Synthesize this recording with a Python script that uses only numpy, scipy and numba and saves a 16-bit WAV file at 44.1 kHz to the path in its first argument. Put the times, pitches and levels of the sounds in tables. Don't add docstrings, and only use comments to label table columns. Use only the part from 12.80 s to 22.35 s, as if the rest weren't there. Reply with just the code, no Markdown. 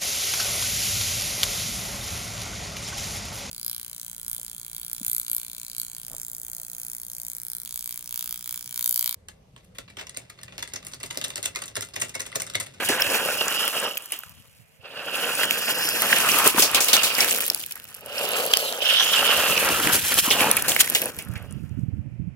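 import sys
import numpy as np
from scipy import signal
from scipy.fft import rfft, irfft, next_fast_len
from scipy.io import wavfile
from scipy.ndimage import uniform_filter1d, map_coordinates
from numba import njit

SR = 44100
rng = np.random.default_rng(int(sys.argv[2]) if len(sys.argv) > 2 else 0)


def gain_from_db(level_db):
    decades = np.asarray(level_db, float) / 20
    return 10 ** decades


def generate_wav(signal):
    frames = np.transpose(np.atleast_2d(signal))
    scaled = np.clip(frames, -1, 1) * 32767
    pcm = np.round(scaled).astype(np.int16)
    wavfile.write(sys.argv[1], SR, pcm)


N = 421155


def rms_one(x):
    return x / np.sqrt(np.mean(x ** 2) + 1e-20)


def in_time(rows):
    s, *columns = np.transpose(rows)
    return [np.interp(np.arange(N) / SR, s, column) for column in columns]


def coloured(x, points, share=1, late=((1, 0), (2, 0))):
    size = next_fast_len(N + 2048)
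    hz = np.arange(1, size // 2 + 2) * SR / size
    points_hz, points_db = np.transpose(points)
    gain = gain_from_db(share * np.interp(np.log(hz), np.log(points_hz), points_db))
    lag = np.exp(-1j * np.interp(hz, *np.transpose(late)))
    return irfft(rfft(x, size) * gain * lag, size)[..., :N]


def passed(x, hz, kind, order=2):
    return signal.sosfilt(signal.butter(order, hz, kind, fs=SR, output="sos"), x)


def drift(hz):
    r = np.exp(-2 * np.pi * hz / SR)
    walk = signal.lfilter([1], [1, -2 * r, r * r], rng.standard_normal(N + SR))
    return rms_one(walk[SR:])


def grains(per_s, coarse_db, clump_db):
    born = rng.random(N) < per_s * gain_from_db(clump_db * drift(25)) / SR
    size_db = coarse_db * np.minimum(rng.exponential(1, N), 4.4)
    clicks = born * gain_from_db(size_db) * rng.choice([-1, 1], N)
    return clicks / np.sqrt(uniform_filter1d(clicks ** 2, SR // 4) + 1e-3)


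@njit
def resonate(x, hz, r):
    y = np.zeros(len(x))
    for i in range(2, len(x)):
        y[i] = x[i] - x[i - 2] + 2 * r * np.cos(hz[i]) * y[i - 1] - r * r * y[i - 2]
    return y * (1 - r * r) / 2


def ring(x, hz, width_hz):
    turn = 2 * np.pi / SR * hz * np.ones(len(x))
    return resonate(x + 1e-18, turn, np.exp(-np.pi * width_hz / SR))


def body(x, modes):
    total = 0
    for k, (hz, width_hz, db) in enumerate(modes):
        total = total + gain_from_db(db) * ring(x, hz, width_hz) * (-1) ** k
    return rms_one(total)


# t/s, tyre effort level/dB, motor load level/dB,
# hollow underside facing us level/dB, treads digging in level/dB
FIRST_RUN = [
    (0, -30.5, -29.5, -6, 3.5),
    (.55, -30, -33.5, -1, 2),
    (.8, -29, -30, -11, -1),
    (1.05, -32, -31, 0, 1),
    (1.2, -45.5, -50, 0, -1),
    (1.44, -51, -57, -37, 1),
    (1.68, -58, -68.5, -5, -3),
    (1.99, -65, -74, -25, -31),
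]
SECOND_RUN = [
    (2.0, -66, -66, 0, -8),
    (2.05, -61.5, -45, -2.5, -1.5),
    (2.4, -31.5, -31, -5.5, 0),
    (2.95, -28, -36, -5, 3.5),
    (3.6, -21.5, -28, -6.5, 4),
    (4.35, -28.5, -28.5, -12, -2),
    (4.53, -22, -41.5, 8.5, 6),
    (4.93, -46.5, -66, -3, 7.5),
    (5.19, -49.5, -54, -4, 1.5),
]
REVERSE_RUN = [
    (5.225, -55, -53.5, 4.5, 1),
    (5.37, -32.5, -34, 0.5, -1.5),
    (5.58, -30, -32, 4, 0.5),
    (5.8, -29.5, -35, 3.5, -2),
    (6.0, -36.5, -39.5, 4.5, -0.5),
]
LAST_RUN = [
    (6.02, -41, -27.5, -4.5, -13),
    (6.11, -27.5, -18.5, -20, -9.5),
    (6.4, -26, -22.5, -10, -4),
    (6.75, -24, -25.5, -3.5, 1),
    (7.05, -24.5, -34.5, 0, 9.5),
    (7.4, -21, -38.5, -5.5, 6),
    (7.65, -28, -30, -1.5, 6),
    (8.1, -29.5, -46.5, 0.5, 7.5),
]
ROLL_AWAY = [
    (8.3, -41, -60.5, 13.5, 12.5),
    (8.45, -52, -65.5, 7, 15.7),
    (8.6, -59, -57, 7.8, 7.9),
    (8.8, -62, -65, 0.5, 4.5),
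    (9.55, -91, -92, 23, 8),
]
# t/s, body level/dB, grit level/dB, half length/s
RUTS = [(0.033, 7.5, -4, 0.033), (0.053, -13, 5.5, 0.042), (0.1, -3, -11, 0.05), (0.345, 5, 8, 0.042),
        (0.614, 11.5, 2, 0.0092), (0.92, -9.5, -4, 0.04), (1, -4, -1, 0.032), (1.365, 9, 9, 0.08),
        (2.62, 4, 8.5, 0.045), (2.897, 8.5, 7.5, 0.029), (3.33, 9, -2, 0.013), (3.67, 10.5, 9.5, 0.02),
        (3.716, -13, -3.5, 0.047), (3.805, -4, 15.5, 0.036), (3.88, -6, -14.5, 0.097),
        (3.983, 7, -5, 0.028), (4.04, -9.5, -6, 0.089), (4.445, 1.5, -12, 0.042), (6.25, -3.5, -1, 0.077),
        (6.7, -1, 3.5, 0.063), (7.155, 3.5, 8.5, 0.035), (7.231, -8.5, -3, 0.093), (7.39, 18, 13, 0.021),
        (7.412, -34, -9.5, 0.028), (7.624, 5, 4.5, 0.043), (7.829, -5, -10, 0.034), (8.009, -9, 25, 0.018),
        (8.12, 6, 0.5, 0.03), (8.256, 14, 8.5, 0.074)]


def buggy_levels():
    runs = FIRST_RUN + SECOND_RUN + REVERSE_RUN + LAST_RUN + ROLL_AWAY
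    tyre_db, motor_db, facing_db, dig_db = in_time(runs)
    s, body_db, grit_db, half_s = np.transpose(RUTS)
    t = np.arange(0, N + 64, 64) / SR
    humps = np.clip(1 - np.abs(t[:, None] - s) / np.clip(half_s, .005, .2), 0, 1)
    jolt_db = np.interp(np.arange(N) / SR, t, humps @ body_db)
    spit_db = np.interp(np.arange(N) / SR, t, humps @ grit_db)
    spray_db = tyre_db + spit_db
    crush_db = motor_db + dig_db + 0.89 * jolt_db
    drone_db = motor_db + facing_db + 1.33 * jolt_db
    whine_db = motor_db + jolt_db
    rumble_db = -15.5 + 0.92 * motor_db + 0.23 * facing_db + 1.44 * dig_db + jolt_db
    return (spray_db, crush_db), (drone_db, whine_db, rumble_db)


# f/Hz, level/dB
SPRAY_COLOUR = [(880, -45), (1500, -15), (2630, -13.5), (4010, -13), (9500, -11), (11700, -8),
                (15400, -14.5), (16500, -35.5)]
# t/s, crush centre f/Hz, gear case ring f/Hz, coarseness of grains level/dB
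GROUND = [(0.0, 1610, 2730, 2), (1.59, 1110, 2904, 5), (1.75, 1320, 2775, 4.5), (3.38, 1570, 2845, -1),
          (3.48, 1240, 2650, 1.5), (3.83, 1130, 2760, -2.5), (4.41, 1390, 2650, 7), (4.68, 1180, 3010, 7.5),
          (4.81, 1510, 2740, 7.5), (5.8, 1180, 2970, 1.5), (6.06, 1470, 3246, 0.5),
          (6.89, 1220, 2594, -6.5), (7.24, 1610, 3280, -0.5), (7.62, 792, 2730, 1), (7.79, 1400, 2560, 1),
          (8.03, 1750, 2706, 5.5), (8.4, 1330, 2620, 4), (9.55, 1435, 2860, 2)]


def tyres(bumps, spray_db, crush_db):
    crush_hz, _, coarse_db = in_time(GROUND)
    grit = grains(7000, coarse_db, clump_db=4.5)
    dealt = rng.integers(0, 8, N)
    chinks = 0
    for k, hz in enumerate(np.geomspace(2500, 15000, 8)):
        chinks = chinks + ring(grit * (dealt == k), hz, hz / 13.0) / np.sqrt(hz / 4000)
    spray = rms_one(coloured(rms_one(chinks) * 0.15 + .5 * grit, SPRAY_COLOUR))
    grind = grains(2500, 0.76 * coarse_db, clump_db=5.0)
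    ridge = rms_one(ring(grind, crush_hz, 260))
    crush = rms_one(ridge + rms_one(passed(grind, [650, 1850], "band")))
    return gain_from_db(spray_db + 0.42 * bumps) * spray + gain_from_db(crush_db + 0.95 * bumps) * crush


# t/s, f/Hz, level/dB
MESH = [(.3, 5200, -70), (.45, 5400, -44), (1.1, 5550, -44), (1.25, 5500, -95), (2.5, 4900, -80),
        (2.8, 5000, -40), (3.1, 5300, -34), (3.4, 5200, -60), (4.33, 5050, -40), (4.5, 5000, -95),
        (5.25, 2500, -95), (5.45, 3200, -37), (5.75, 4900, -33), (5.9, 3700, -34), (6.0, 3300, -75),
        (6.1, 4800, -31), (6.38, 7700, -33), (6.55, 8500, -110)]
# f/Hz, width f/Hz, level/dB
CHASSIS = [(390, 193, -1.5), (447.4, 160, 6), (576, 162, 2.5)]
# multiple of the case ring [ratio], width f/Hz, level/dB
GEAR_CASE = [(.9, 260, 16.5), (1.0, 284, 24), (1.78, 540, 8.5)]


def drive(bumps, drone_db, whine_db, rumble_db):
    rattle = grains(2000, 4.9, clump_db=3.0)
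    teeth = grains(7000, 0.94, clump_db=4.5)
    mesh_hz, mesh_db = in_time(MESH)
    mesh = rms_one(ring(ring(teeth, mesh_hz, 650), mesh_hz, 650))
    case_hz = in_time(GROUND)[1] * (1 + .035 * drift(9))
    case_modes = [(ratio * case_hz, width_hz, db) for ratio, width_hz, db in GEAR_CASE]
    drone = gain_from_db(drone_db + 0.89 * bumps) * body(ring(rattle, 840, 510), CHASSIS)
    whine = gain_from_db(whine_db) * body(passed(teeth, 2600, "high", order=4), case_modes)
    rumble = gain_from_db(rumble_db + 0.34 * bumps) * rms_one(passed(rattle, [170, 380], "band"))
    return drone + whine + rumble + gain_from_db(mesh_db) * mesh


def ground_echo(x):
    delay = 1.5 * SR / in_time(GROUND)[0]
    x = x - .45 * ring(x, 2100, 320)
    bounce = np.interp(np.arange(N) - delay, np.arange(N), x)
    return x - 0.016 * passed(bounce, 4100, "low", order=1)


# f/Hz, level/dB
AIR_COLOUR = [(260, -51.5), (450, -6.5), (1070, -17), (2470, -15), (3700, -32.5), (5220, -30.5),
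              (10800, -37), (16000, -54)]


def open_air():
    return gain_from_db(-63) * rms_one(coloured(rng.standard_normal((2, N)), AIR_COLOUR))


# t/s, level/dB, left minus right level/dB
WIND = [(0.0, -57, 2), (1.33, -78, -4), (1.59, -63, 13), (1.86, -71.5, -5), (3.11, -65, -3),
        (3.99, -61, -1), (4.26, -64.5, -8), (6.22, -73, -1), (6.94, -48.5, 15), (8.35, -60.5, -7),
        (8.54, -39.5, -34.5), (8.96, -37.5, -35.5), (9.1, -38, -21.5), (9.55, -40.5, -30)]


def wind():
    level_db, pan_db = in_time(WIND)
    gusts = []
    for side in range(2):
        rush = passed(rng.standard_normal(N), [70, 170], "band")
        rush = passed(rush, 310, "low", order=4)
        gusts.append(rms_one(rush * gain_from_db(5.0 * drift(33))))
    side_db = np.array([np.minimum(pan_db, 0), np.minimum(-pan_db, 0)])
    return gain_from_db(level_db + side_db + 13.0) * gusts


# t/s, peak level/dB, ring f/Hz
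CHIPS = [(0.0878, -7, 11100), (0.2074, -12, 13700), (0.2193, -3, 5340), (0.2997, -16, 5360),
         (0.3197, -15, 8580), (0.4494, -13, 11200), (0.5082, -19, 9650), (0.5761, -21, 12700),
         (0.5881, -22, 5370), (0.622, -15, 12300), (0.6804, -10, 7150), (0.7158, -21, 12500),
         (0.852, -10, 13800), (0.8786, -5.5, 11600), (0.9998, -13, 8750), (1.1767, -12, 13400),
         (1.222, -27, 10800), (1.2575, -22, 12000), (1.3004, -35, 11500), (1.3204, -10, 11100),
         (1.3895, -15.5, 13700), (1.433, -32, 11400), (1.494, -28, 13300), (2.3381, -22, 10200),
         (2.4542, -19, 11200), (2.5514, -11.5, 9400), (2.6005, -10, 10200), (2.654, -11.5, 8300),
         (2.71, -19, 6770), (2.7272, -17, 12900), (2.828, -19, 5500), (3.0729, -12.5, 5340),
         (3.0879, -17, 5390), (3.2196, -1, 12400), (3.267, -14, 12300),
         (3.3607, -15, 6430), (3.3844, -5.5, 9700), (3.403, -13.5, 5980), (3.441, -15, 9770),
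              (3.466, -15, 8660), (3.4879, -12, 12100), (3.517, -7, 5900), (3.586, -3.5, 12100),
              (3.6431, -6, 11700), (3.6755, 9, 12400), (3.7733, -12.5, 11000), (3.7942, -7, 12200),
              (3.9139, -13.5, 12100), (3.9459, -9.5, 7500), (4.0043, -7.5, 7500), (4.0447, -4.5, 11500),
              (4.084, -3, 11900), (4.1308, -4, 6060), (4.1659, -4, 6000), (4.2138, -21, 8210),
              (4.2326, -5, 7400), (4.3011, -18.5, 5300), (4.3504, -10.5, 4960), (4.3824, -10, 12800),
              (4.4046, -2, 5530), (4.4497, -21, 12600), (4.4976, -22, 5210), (4.5096, -4.5, 7750),
              (4.531, -9.5, 11500), (4.5844, -12, 12500), (4.612, -10, 12000), (4.6516, -21, 10500),
              (4.6637, -10, 13100), (4.679, -10.5, 10800), (4.6994, -7.5, 5050), (4.7461, -5.5, 11800),
              (4.7954, -21, 11300), (4.8234, -19, 13000), (4.8623, -16, 13000), (4.9087, -16.5, 11800),
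              (4.9207, -13.5, 12400), (4.9561, -20, 12300), (5.0409, -25, 13400), (5.0868, -32, 10400),
              (5.1062, -36, 11900), (5.1475, -22, 11600), (5.1651, -28, 12200), (5.1875, -35, 12100),
              (5.208, -29, 13000), (5.2603, -19.5, 12700), (5.2828, -38, 10200), (5.3272, -31, 5360),
         (5.3814, -13, 5300), (5.4525, -22, 5330), (5.4889, -12, 12500), (5.5069, -15, 12200),
              (5.5175, -13, 10300), (5.5713, -24, 12600), (5.5852, -14, 12400), (5.6012, -12.5, 12400),
              (5.6526, -15, 9840), (5.663, -10.5, 12200), (5.7134, -16, 5430), (5.7346, -10.5, 5120),
              (5.771, -7, 12200), (5.7702, -23, 5230), (5.7888, -18, 5250), (5.8127, -20, 12300),
              (5.8506, -16, 11900), (5.9245, -27.5, 9030), (5.9245, -20, 6880), (5.975, -22, 6110),
              (6.2402, -29, 6570), (6.4737, -32, 11160), (6.6902, -19, 10760), (6.775, -10, 5490),
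              (6.8474, -10, 12800), (6.8713, -16, 11300), (6.8887, -13, 11730), (6.9496, -20, 11600),
              (6.999, -11, 11600), (7.071, -10, 10490), (7.133, -4.5, 11400), (7.1641, -6, 10140),
              (7.341, -5, 10960), (7.504, -4, 5350), (7.616, -5, 11300), (7.713, 4, 10560),
              (7.7675, 1, 11600), (7.8222, -5.5, 11600), (7.882, -7, 11900), (7.894, -7, 7000),
              (7.9479, -13, 10900), (7.9888, -21, 11000), (8.0045, 0, 7070), (8.0596, -15, 11900),
              (8.099, -2.5, 11800), (8.1485, -1, 7200), (8.217, -5.5, 12400), (8.24, -17.5, 11200),
              (8.257, -9, 10860), (8.3875, -14.5, 11100), (8.423, -23, 10300), (8.537, -30, 10600),
              (8.7085, -32, 9700),
         (1.1563, -22, 13400), (1.4044, -32, 13900), (4.802, -22, 10800), (4.9754, -28, 11100),
              (8.3657, -22, 11600), (8.449, -29, 11500), (8.4856, -30, 11700), (8.514, -31, 11000),
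              (8.5769, -32, 10800), (8.6253, -31, 11500), (8.7243, -29, 10000)]


def chips():
    out, t = np.zeros(N + 1024), np.arange(1024) / SR
    envelope = gain_from_db(-60 * t / 0.0074) * np.minimum(t / 0.00059, 1)
    for s, peak_db, hz in CHIPS:
        burst = rng.standard_normal(1024) * envelope
        hit = rms_one(ring(burst, hz, 0.054 * hz)) + 0.37 * rms_one(passed(burst, 4500, "high"))
        out[round(s * SR):][:1024] += gain_from_db(peak_db) * hit / np.abs(hit).max()
    return out[:N]


# t/s, peak level/dB, ring f/Hz, tail level/dB
STONES = [(.0892, -25, 1800, 18), (.1994, -11, 1700, -34.5), (.222, -5.5, 2600, -12),
          (.682, -17, 4970, -12), (.8779, -15, 2970, -11), (1.171, -15, 2740, -2.5), (1.3206, -23, 2870, 1),
          (2.6322, -9, 1740, -5), (2.7085, -1.5, 2850, -7), (3.089, -7.5, 8000, -30),
          (3.2182, -19.5, 1210, 8.5), (3.3283, 2, 1720, -16.5), (3.3609, -12, 2660, 1),
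          (3.469, -10, 1320, -27), (3.4876, -11.5, 2580, 0.5), (3.598, -6.5, 2410, -23.5),
          (3.7828, -7, 1090, -15.5), (3.8206, -6, 5300, 1.5), (3.9449, -7, 3730, 1),
          (4.005, -15, 6500, 4.5), (4.0831, -12, 4300, 1), (4.1304, -4, 3870, 1),
          (4.1659, -10, 2660, -10.5), (4.2336, -13.5, 4360, 2), (4.382, -13.5, 2080, 0.5),
          (4.4062, -16.5, 2340, 9), (4.4448, -8.5, 2470, -11.5), (4.514, -10.5, 2460, -8),
          (4.6049, -12.5, 2950, -8), (4.7004, -5, 5360, -26),
          (5.7361, 5, 3280, -15), (5.771, 0.5, 5240, -30), (5.925, -13, 3100, -43),
               (6.0192, -24, 3060, 2.5), (6.778, -3.5, 2580, -14), (7.992, -15, 2290, -26.5),
               (6.889, -11, 4970, -20.5), (7.0727, -2, 2200, -29), (7.3178, -14.5, 1665, 0),
               (7.387, -8, 3860, -20.5), (7.507, -7, 3180, 1), (7.605, -8, 2670, -1),
               (7.9185, -9.5, 2790, -22), (7.7696, -13.5, 2340, -0.5), (7.8813, -17.5, 8000, 8),
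               (7.963, -5.5, 2070, -13), (8.0026, -12, 2477, -9.5), (8.0072, -4, 1800, -11),
               (8.15, -9, 3200, 0.5), (8.2168, -21.5, 2700, -0.5), (8.075, -12.5, 1810, -19)]
# t/s, peak level/dB, ring f/Hz, tail level/dB
PEBBLES = [(4.966, -31, 1300, -15), (4.813, -28, 3150, -12), (1.306, -31, 2800, -12),
           (1.4346, -27, 1300, -4), (4.7465, -18, 5000, -22), (4.68, -28, 2500, -13),
           (4.76, -28.5, 900, -11.5), (4.923, -29, 6000, -13), (4.798, -30, 4770, 0.5),
           (4.8373, -18, 2900, -23), (4.711, -22, 600, -15), (4.91, -26.5, 2980, -2),
           (4.9535, -37, 1690, 1.5), (4.999, -27, 3040, -23), (5.052, -37, 2790, -3),
           (5.143, -35, 9300, -9), (8.388, -27, 2430, 1), (8.424, -43, 7200, -7.5), (8.554, -28.5, 2030, 1),
           (8.709, -42, 7230, -1.5), (8.893, -44, 8000, -7), (8.995, -46, 8000, -12),
           (4.548, -17, 2980, -20), (4.584, -19.5, 1480, -1.5), (4.634, -17, 2020, -9)]


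def stones():
    out, t = np.zeros(N + 4096), np.arange(4096) / SR
    coarse_db = in_time(GROUND)[2]
    for s, peak_db, hz, tail_db in STONES + PEBBLES:
        away_db = -15 if s > 8.5 else 0
        bright_db = -4 + 1.5 * coarse_db[round(s * SR)] + 2.7 * np.log2(hz / 3500) + away_db
        t60_s = np.clip(0.079 * np.exp(0.63 * tail_db), .01, .3)
        strike = gain_from_db(-60 * t / 0.0016) * np.minimum(t / 0.0011, 1)
        tail = gain_from_db(tail_db - 60 * t / t60_s) * np.minimum(t / .0012, 1)
        burst = rng.standard_normal(4096) * (strike + tail)
        knock = ring(burst, hz, 0.31 * hz)
        crack = passed(burst, 3700, "high")
        thud = passed(burst, [380, 1100], "band")
        scatter = passed(burst, [450, min(4.4 * hz, 15500)], "band", order=1)
        hit = knock / np.abs(knock).max() + gain_from_db(bright_db) * crack / np.abs(crack).max()
        hit = hit + gain_from_db(away_db - 7.0) * scatter + 0.46 * thud
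        out[round(s * SR):][:4096] += gain_from_db(peak_db - 0.5) * hit
    return out[:N]


# t/s, peak level/dB, ring f/Hz
THUMPS = [(0.099, -17, 326), (3.746, -18.5, 337), (3.778, -19.5, 227), (3.795, -13.5, 386),
          (7.068, -16.5, 305), (7.478, -19, 263), (7.612, -18, 245), (7.663, -21, 240), (7.88, -22.5, 380),
          (8.048, -29, 500), (8.222, -22.5, 497)]


def thumps():
    out, t = np.zeros(N + 4096), np.arange(4096) / SR
    for s, peak_db, hz in THUMPS:
        hit = np.sin(2 * np.pi * hz * t) * np.minimum(t * hz, 1) * gain_from_db(-60 * t * hz / 6.1)
        out[round(s * SR):][:4096] += gain_from_db(peak_db) * hit / np.abs(hit).max()
    return out[:N]


# t/s, extra lag at right port [samples], spread of lags [samples]
BEARING = [(0, 0, 1.26), (1.2, -1.16, 1.06), (2.3, -1, 1.4), (3.1, 1.5, 0.83), (3.6, 1, 3.07),
           (5.3, 2.5, 2.34), (5.9, 7.5, 2.1), (6.1, 0.5, 2.7), (6.9, -4, 2.2), (7.3, -6, 2.1),
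           (8.2, 2, 1.6), (8.5, 0, 1.3)]


def open_ground(x):
    lag, spread = in_time(BEARING)
    late = map_coordinates(x, [np.arange(N) - lag - np.abs(spread) * drift(300)], order=3)
    t = np.arange(SR // 3) / SR
    tail = rng.standard_normal((2, len(t))) * gain_from_db(-60 * t / 0.21) * (t > .01)
    tail = passed(tail, [300, 3500], "band")
    far = signal.fftconvolve(x[None], tail, axes=1)[:, :N]
    return np.array([x, late]) + gain_from_db(-40.0) * far


# f/Hz, level/dB
PORTS = [(200, 0), (700, 1.5), (1400, 2.5), (2100, -5.5), (2900, -7), (4200, 0.5), (8000, 2), (15000, -1.5)]
# f/Hz, phase/rad
RIGHT_PHASE = [(200, 0), (1550, .2), (2600, 1.2), (4100, 3.14), (6000, 6.3), (16000, 12)]


def microphone_ports(x):
    left, right = x
    return np.array([coloured(left, PORTS, 0.18), coloured(right, PORTS, -0.89, late=RIGHT_PHASE)])


def scene():
    bumps = drift(8.5)
    tyre_levels, drive_levels = buggy_levels()
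    rolling = ground_echo(tyres(bumps, *tyre_levels) + drive(bumps, *drive_levels))
    hits = chips() + stones() + thumps()
    return microphone_ports(open_ground(rolling + hits) + open_air()) + wind()


def top_cut(x):
    return signal.sosfilt(signal.butter(12, 16990, fs=SR, output="sos"), x)


def record(dry):
    x = passed(dry, 39, "high")
    x = .92 * np.tanh(x / .92)
    x = signal.sosfilt(signal.ellip(8, .5, 28, 15850, fs=SR, output="sos"), x)
    x = signal.sosfilt(signal.ellip(10, .5, 60, 16800, fs=SR, output="sos"), x)
    return top_cut(x)


dry = scene()
out = record(dry)
generate_wav(out)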